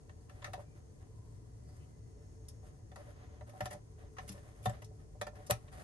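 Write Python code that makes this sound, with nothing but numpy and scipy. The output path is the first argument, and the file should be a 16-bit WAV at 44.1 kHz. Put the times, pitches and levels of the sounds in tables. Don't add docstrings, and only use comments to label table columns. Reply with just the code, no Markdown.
import sys
import numpy as np
from scipy import signal
from scipy.fft import rfft, irfft, next_fast_len
from scipy.io import wavfile
from scipy.ndimage import uniform_filter1d

SR = 44100
rng = np.random.default_rng(int(sys.argv[2]) if len(sys.argv) > 2 else 0)


def output_pcm(signal):
    pcm = np.clip(np.atleast_2d(signal).T, -1, 1) * 32767
    wavfile.write(sys.argv[1], SR, np.round(pcm).astype(np.int16))


N = 257103
RING_T = np.arange(int(.35 * SR)) / SR

# freq_hz, density_db
AIR_SPECTRUM = [(20, -122), (32, -79), (45, -74), (75, -70.5), (110, -74), (135, -79.5), (190, -87.5),
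                (330, -90), (560, -97), (900, -104), (1300, -110.5), (3700, -120), (5400, -114),
                (6500, -112), (8000, -115), (9500, -120), (12000, -130)]
# freq_hz, gain_db
AIR_MID_EQ = [(100, -0.5), (400, 0.0), (800, -4.0)]
AIR_SIDE_EQ = [(60, -31.0), (120, -7.5), (220, -3.0), (700, -0.5)]
# pitch_hz, width_hz, level_db
HUM_TONES = [(106.8, 11, -58.5), (147.3, 12, -65), (436, 22, -71.5), (724, 50, -86), (1005, 90, -82),
             (1820, 200, -93.5), (2030, 50, -94.5), (4460, 120, -96.5), (5440, 190, -90.5),
             (6470, 420, -84.5)]
# freq_hz, gain_db
ROOM_EQ = [(100, -15.0), (600, -5.5), (2000, -6.0), (6000, -5.5), (11000, -16.0)]
# freq_hz, gain_db
MICROPHONE_EQ = [(7800, -1.5), (8700, 1), (9600, 3.5), (11200, -2), (12000, -13), (13000, -28),
                 (14000, -32), (16000, -39)]

# pitch_hz, gain_db, undamped_t60_s, lean_share
HOUSING_MODES = [(197.3, -12, 0.28, -0.72), (343, -18, 0.103, -1.35), (420, -3, 0.041, -0.35),
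                 (556, -3, 0.074, -1.7), (584.6, 3, 0.093, -1.3), (601.4, -8, 0.22, 0.071),
                 (713.5, -9, 0.12, 0.46), (755.4, -1, 0.1, 0.6), (856, -21, 0.12, -0.5),
                 (945, -13.5, 0.076, 0.77), (1004, -12, 0.17, -0.81)]
# pitch_hz, gain_db
BOARD_MODES = [(1025, -6.5), (1110, -5.5), (1280, 2.5), (1335, 5), (1770, 7.5), (1895, 4.5), (1975, 2),
               (2280, -3), (2650, -2), (2830, -3.5), (3980, -1), (4680, -1), (5410, -14), (6160, 1)]
# freq_hz, gain_db
KNOCK_EQ = [(120, -11.5), (250, -18), (420, 3.5), (510, 2.5), (800, 6.5), (1050, 1), (1400, -10),
            (2200, -57), (4000, -31.5)]
# freq_hz, gain_db
RATTLE_EQ = [(300, -15), (800, -4.5), (1050, 6.5), (1300, 5.5), (1580, -1.5), (1800, 10), (2000, 2.5),
             (2150, -2), (2700, -4.5), (3200, -4.5), (3700, -6.5), (4600, -12.5), (6000, -16), (12000, -31)]
# freq_hz, gain_db
RUB_EQ = [(250, 7.5), (480, 4), (590, 12.5), (670, 6), (750, 12.5), (880, -1), (1300, 4.5), (1600, 0),
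          (1850, 4.5), (2300, -3), (3500, -6), (8000, -12.5), (12500, -46)]
# freq_hz, gain_db
SKIN_EQ = [(1500, -14), (4500, -5.5), (8500, -4), (10300, -9), (11500, -2.5), (13000, -13)]
# freq_hz, gain_db
TICK_EQ = [(1500, -10.5), (2500, -4), (4300, 2), (5600, 11), (7000, 6), (8200, -1), (9200, 10), (10200, -8),
           (11200, 13), (12000, 9), (13000, 3), (16000, -20)]
# freq_hz, gain_db
SCRAPE_EQ = [(1500, -9), (2300, 3), (3700, -5), (5100, -2), (6500, -4), (8000, -4), (9500, -7), (11500, 8),
             (13000, 1), (16000, -23)]
# freq_hz, gain_db
SNAP_EQ = [(700, -7), (1500, -6), (2700, 3.5), (3400, -6.5), (4500, -2.5), (7500, -3), (9200, 3.5),
           (10300, -0.5), (12000, 16), (13200, 10), (16000, -3.5)]

# start_s, length_s, level_db, first_hz, last_hz, width_hz
SQUEAK_CUES = [(0.638, 0.13, -77, 2370, 2390, 60.6), (1.625, 0.19, -79, 4620, 5460, 700),
               (1.778, 0.087, -75.5, 2530, 2800, 502)]
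# start_s, length_s, rub_db, skin_offset_db
STROKE_CUES = [(0.279, 0.34, -65, -7), (0.736, 0.048, -66.5, -5.5), (0.992, 0.044, -67, -8),
               (1.665, 0.25, -71.5, -2), (2.192, .03, -68.5, -5), (2.616, 0.092, -65, -5.5),
               (2.963, 0.15, -60, -8.5), (3.127, 0.26, -65, -15), (3.456, 0.3, -62, -6.5),
               (3.975, 0.07, -61.5, -9), (4.197, 0.2, -61, -5), (4.415, 0.35, -63, -6.5),
               (4.721, 0.046, -58, -20.5), (4.978, 0.026, -65, -6.5), (5.34, 0.21, -61, -8.5),
               (5.567, 0.23, -67.5, -5.5), (5.708, .14, -55, -6.5)]
# start_s, level_db, pitch_hz, t60_s
PUSH_CUES = [(3.614, -38, 115.5, 0.28), (4.291, -45.5, 196, 0.25), (4.668, -29.5, 116, 0.16),
             (5.51, -32, 115, 0.2)]
# start_s, level_db, contact_ms
BUMP_CUES = [(0.478, -50.5, 2), (.540, -47, 0.67), (.558, -54, 0.72), (.578, -51, 1.8), (.592, -50, 1.5),
             (2.629, -61, 2.2), (2.969, -56, 2.3), (3.08, -57.5, 11), (3.535, -57, 1.2), (3.553, -56, 0.89),
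             (3.727, -50, 3.1), (3.7464, -50.5, 3.6), (4.34, -57.5, 3.7), (4.911, -61, 2.3),
             (5.149, -60, 2.6), (5.329, -59.5, 2.9)]
# start_s, length_s, brass_db, board_db
SCRAPE_CUES = [(0.461, 0.019, -65, -53), (0.535, 0.025, -81, -59), (3.627, 0.037, -62, -61),
               (3.701, 0.042, -54.5, -51.5), (4.166, 0.012, -73, -56), (4.183, 0.024, -74, -57),
               (4.276, 0.022, -48, -59), (4.312, 0.021, -53.5, -70), (4.625, 0.037, -57.5, -84),
               (4.67, 0.033, -68, -60)]
# start_s, level_db, slip_ms
TICK_CUES = [(2.4847, -54, 1.2), (3.728, -56.5, 3.5), (4.294, -55, 1.4), (4.653, -48, 3), (4.844, -60, 2.2),
             (5.465, -56, 3.5), (5.516, -49, 0.94)]
# start_s, board_db, housing_offset_db, brass_offset_db, slip_ms
KNOCK_CUES = [(0.0933, -60.5, -3.5, -19, 1.7), (0.296, -59.5, -15, -10.5, 1.16), (.419, -54, -5, -27, 5),
              (0.4438, -43, -13, -13, 1.2), (0.534, -48, 1.5, -10, 0.6), (2.916, -63.5, 5.5, -18, 1.5),
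              (2.959, -55.5, -0.5, -6, 1.2), (3.409, -61.5, 9.5, -22, 1.7), (3.492, -64.5, 3, -1.5, 3.9),
              (3.6062, -42, 4.5, -12, 1.56), (3.657, -45.5, 1.5, -5.5, 0.88), (3.708, -56, 7.5, -0.5, 2.3),
              (4.184, -45, -3.5, -28, 1.17), (4.373, -64.5, 6, -14, 4.5), (4.6574, -41, 9, -28, 0.8),
              (4.694, -51.5, 7.5, -7.5, 2.17), (4.8196, -57.5, 0.5, -5.5, 2.54),
              (5.2135, -41, 1.5, -9, 1.8), (5.2675, -49.5, 4, -12, 1.74), (5.354, -66, 6, -8, 3.3),
              (5.4965, -41, 10, 0.5, 7), (5.509, -37, -2.5, -12, 0.6), (5.678, -63, -5, -21, 3.9)]
# start_s, level_db, pitch_hz, t60_s
PING_CUES = [(0.533, -44, 15600, 0.018), (4.293, -58.5, 5050, 0.015), (4.6585, -50.5, 3600, 0.063),
             (4.695, -60.5, 7630, 0.035)]

PORT_LAG_SAMPLES, LOW_CUT_HZ, HIGH_CUT_HZ = 11, 32, 16200
HUM_PITCH_DRIFT, HUM_SWELL_DB = .006, 3
STROKE_ATTACK_S, STROKE_RELEASE_S = 0.019, 0.035
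HELD_RUB_DB, HELD_SKIN_DB = -78, -77.5
TAPS_PER_S, TAPS_DB = 24, -5
LEAN_DB, LEAN_DB_PER_DOUBLING = 4.5, 5
CROWD_DB, CROWD_T60_S, CROWD_TILT = -7, 0.051, 0.43
GRIP_T60_S = .3
BOARD_RING_CYCLES = 79
TICK_BOARD_DB, TICK_SCATTER_DB = -21, -3
CATCHES_PER_S, CATCH_SCATTER_DB = 3000, 0.5
REBOUND_S, REBOUND_DB = .0028, -1.5
SNAP_S, SNAP_DB, SNAP_T60_S = 5.5087, -25.5, 0.012
SEAT_DELAY_S, SEAT_OFFSET_DB = .0022, -4.5


def undb(db):
    return 10 ** (np.asarray(db) / 20)


def unit(x):
    return x / np.sqrt(np.mean(x ** 2))


def colour(x, points):
    size = next_fast_len(2 * x.shape[-1])
    size += size % 2
    hz, db = np.transpose(points)
    bin_hz = np.fft.rfftfreq(size, 1 / SR)
    curve_db = np.interp(np.log(bin_hz + 1), np.log(hz), db)
    cepstrum = irfft(np.log(undb(curve_db)))
    cepstrum[1:size // 2] *= 2
    cepstrum[size // 2 + 1:] = 0
    return irfft(rfft(x, size) * np.exp(rfft(cepstrum)))[..., :x.shape[-1]]


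def hit(x, db):
    return unit(x) * undb(db) * np.sqrt(SR / 50 / x.shape[-1])


def fade(t60):
    return np.exp(-np.log(1000) * RING_T / t60)


def burst(t60, stereo=False):
    return rng.standard_normal((2, len(RING_T)) if stereo else len(RING_T)) * fade(t60)


def ports(x, left_db):
    late = np.pad(x, (PORT_LAG_SAMPLES, 0))[:len(x)]
    return np.array([undb(left_db / 2) * late, undb(-left_db / 2) * x])


def add(out, start_s, sound):
    i = int(start_s * SR)
    out[:, i:i + sound.shape[1]] += sound[:, :N - i]


def drift(rate_hz):
    hold = int(SR / rate_hz)
    steps = np.repeat(rng.standard_normal(N // hold + 2), hold)
    return unit(uniform_filter1d(steps, hold)[:N])


def noisy_tone(hz, width_hz):
    phase = 2 * np.pi * np.cumsum(hz) / SR
    return unit(drift(2 * width_hz) * np.cos(phase) + drift(2 * width_hz) * np.sin(phase))


def ring(modes, scatter_db, detune):
    hz, db, t60 = np.transpose(modes)[:, :, None]
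    strength, shift, sign = rng.standard_normal((3, len(hz), 1))
    waves = np.sin(2 * np.pi * hz * (1 + detune * shift) * RING_T)
    return np.sum(np.sign(sign) * undb(db + scatter_db * strength) * fade(t60) * waves, axis=0)


def driven(force, response):
    return signal.fftconvolve(force[None], response, axes=1)[:, :len(force)]


def ventilation():
    white = rng.standard_normal((2, N)) * np.sqrt(SR / 2)
    mid = colour(white[0], AIR_MID_EQ)
    side = colour(white[1], AIR_SIDE_EQ)
    air = colour(np.array([mid + side, mid - side]), AIR_SPECTRUM) * undb(0.096 * drift(1.0))
    tones = 0
    for hz, width_hz, db in HUM_TONES:
        swell = undb(db + HUM_SWELL_DB * drift(2.953))
        tones += swell * noisy_tone(hz * (1 + HUM_PITCH_DRIFT * drift(2)), width_hz)
    return (air + tones) * undb([[0.72], [-0.72]])


def workshop_reverb(dry):
    bench, walls = rng.standard_normal((2, 2, len(RING_T))) * (RING_T > .006)
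    tail = bench * fade(0.08) + undb(-10.5) * walls * fade(0.17)
    tail /= np.sqrt(np.sum(tail ** 2, axis=1, keepdims=True))
    return signal.fftconvolve(dry, colour(tail, ROOM_EQ), axes=1)[:, :N]


def squeaking():
    t, out = np.arange(N) / SR, 0
    for start, length, db, first_hz, last_hz, width_hz in SQUEAK_CUES:
        progress = np.clip((t - start) / length, 0, 1)
        hz = first_hz + (last_hz - first_hz) * progress
        out += undb(db) * np.sin(np.pi * progress) * noisy_tone(hz, width_hz)
    return ports(out, left_db=4)


def housing(contact_ms):
    lean_db = LEAN_DB - LEAN_DB_PER_DOUBLING * np.log2(contact_ms)
    modes = [(hz, db + share * lean_db, t60) for hz, db, t60, share in HOUSING_MODES]
    body = ports(ring(modes, scatter_db=1.8, detune=.012) * fade(GRIP_T60_S), left_db=.8)
    tilted_eq = [(hz, db + CROWD_TILT * lean_db * np.log2(hz)) for hz, db in KNOCK_EQ]
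    crowd = colour(burst(CROWD_T60_S, stereo=True), tilted_eq)
    attack = 1 - fade(0.004 * (3 + contact_ms))
    return (unit(body) + undb(CROWD_DB) * unit(crowd)) * attack


def tapping():
    taps = (rng.random(N) < TAPS_PER_S / SR) * rng.uniform(-0.89, 1, N)
    return unit(driven(taps, housing(contact_ms=2.6)))


def stroke(start, length):
    t = np.arange(N) / SR - start
    return np.clip(t / STROKE_ATTACK_S, 0, 1) * np.exp(-np.maximum(t - length, 0) / STROKE_RELEASE_S)


def sliding():
    rub_gain, skin_gain = undb(HELD_RUB_DB), undb(HELD_SKIN_DB)
    for start, length, db, skin_offset_db in STROKE_CUES:
        envelope = undb(db) * stroke(start, length)
        rub_gain = np.maximum(rub_gain, envelope)
        skin_gain = np.maximum(skin_gain, envelope * undb(skin_offset_db))
    catches = rng.random(N) < 6000 / SR
    grains = catches * undb(1.4 * rng.exponential(size=N)) * rng.standard_normal((3, N))
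    friction = ports(grains[0], left_db=2.0) + grains[1:]
    pressure = undb(1.8 * drift(32))
    rub = unit(colour(friction, RUB_EQ)) * rub_gain
    skin = unit(colour(friction, SKIN_EQ)) * skin_gain
    return pressure * (rub + skin) + undb(TAPS_DB) * tapping() * rub_gain


def rocking():
    out = np.zeros((2, N))
    for start, db, hz, t60 in PUSH_CUES:
        modes = [(hz, 0, t60), (hz * 0.59, -10, t60), (hz * 1.546, -11, t60 / 2)]
        bounce = ring(modes, scatter_db=-3, detune=0.016) * (1 - fade(0.034))
        add(out, start, ports(hit(bounce, db), left_db=3.0))
    return out


def board():
    damped = [(hz, db, BOARD_RING_CYCLES / hz) for hz, db in BOARD_MODES]
    modes = np.array([ring(damped, scatter_db=4.5, detune=0.0089) for _ in range(2)])
    crowd = colour(burst(.048, stereo=True), RATTLE_EQ)
    crack = ports(colour(burst(.018), RATTLE_EQ), left_db=0)
    rattle = undb(1.5) * unit(modes) + undb(2) * unit(crowd) + unit(crack)
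    return rattle * undb([[0.81], [-0.81]])


def terminal():
    click = signal.unit_impulse(len(RING_T))
    direct = ports(undb(-5) * unit(click) + unit(burst(.014)), left_db=1)
    scattered = burst(.06, stereo=True) * (1 - fade(.012))
    return colour(unit(direct) + undb(TICK_SCATTER_DB) * unit(scattered), TICK_EQ)


def scraping():
    out = np.zeros((2, N))
    for start, length, brass_db, board_db in SCRAPE_CUES:
        arch = np.sin(np.pi * np.minimum(RING_T / length, 1))
        pressure = np.sqrt(np.maximum(arch, 0))
        accents = undb(CATCH_SCATTER_DB * rng.exponential(size=len(RING_T)))
        grains = accents * rng.standard_normal(len(RING_T))
        catches = rng.random(len(RING_T)) < CATCHES_PER_S / SR
        force = pressure * catches * grains
        spade = colour(burst(0.018, stereo=True), SCRAPE_EQ)
        add(out, start, hit(driven(force, spade), brass_db) + hit(driven(force, board()), board_db))
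    return out


def slip(slip_ms, count=48):
    force = np.zeros(len(RING_T))
    when, size = rng.random(count), rng.standard_normal(count)
    strike = np.exp(-slip_ms / 3)
    catches = (when * 2 * slip_ms * SR / 1000).astype(int)
    force[catches] = .25 * (1 - strike) * size * np.sin(np.pi * when)
    force[0] = strike
    return force


def rebounding(part, slip_ms):
    first, again = (driven(slip(slip_ms), part()) for _ in range(2))
    late = np.pad(again, ((0, 0), (int(REBOUND_S * SR), 0)))[:, :len(RING_T)]
    return unit(first) + undb(REBOUND_DB) * unit(late)


def connector():
    out = np.zeros((2, N))
    for start, db, housing_offset_db, brass_offset_db, slip_ms in KNOCK_CUES:
        add(out, start, hit(rebounding(board, slip_ms), db))
        add(out, start, hit(housing(slip_ms), db + housing_offset_db))
        add(out, start, hit(rebounding(terminal, slip_ms), db + brass_offset_db))
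    for start, db, slip_ms in TICK_CUES:
        add(out, start, hit(rebounding(terminal, slip_ms), db))
        add(out, start, hit(driven(slip(slip_ms), board()), db + TICK_BOARD_DB))
    for start, db, contact_ms in BUMP_CUES:
        add(out, start, hit(housing(contact_ms), db))
    return out


def snap():
    return ports(colour(burst(SNAP_T60_S), SNAP_EQ), left_db=2.5)


def spade_spring():
    out = np.zeros((2, N))
    for start, db, hz, t60 in PING_CUES:
        ping = fade(t60) * np.sin(2 * np.pi * hz * RING_T)
        add(out, start, ports(hit(ping, db), left_db=8))
    add(out, SNAP_S, hit(snap(), SNAP_DB))
    add(out, SNAP_S + SEAT_DELAY_S, hit(snap(), SNAP_DB + SEAT_OFFSET_DB))
    return out


def scene():
    handling = connector() + scraping() + spade_spring() + rocking() + sliding() + squeaking()
    return handling + workshop_reverb(handling) + ventilation()


def record(dry):
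    low_cut = signal.butter(5, LOW_CUT_HZ, "high", fs=SR, output="sos")
    high_cut = signal.ellip(8, .2, 70, HIGH_CUT_HZ, fs=SR, output="sos")
    heard = signal.sosfilt(low_cut, colour(dry, MICROPHONE_EQ))
    return signal.sosfilt(high_cut, heard)


dry = scene()
out = record(dry)
output_pcm(out)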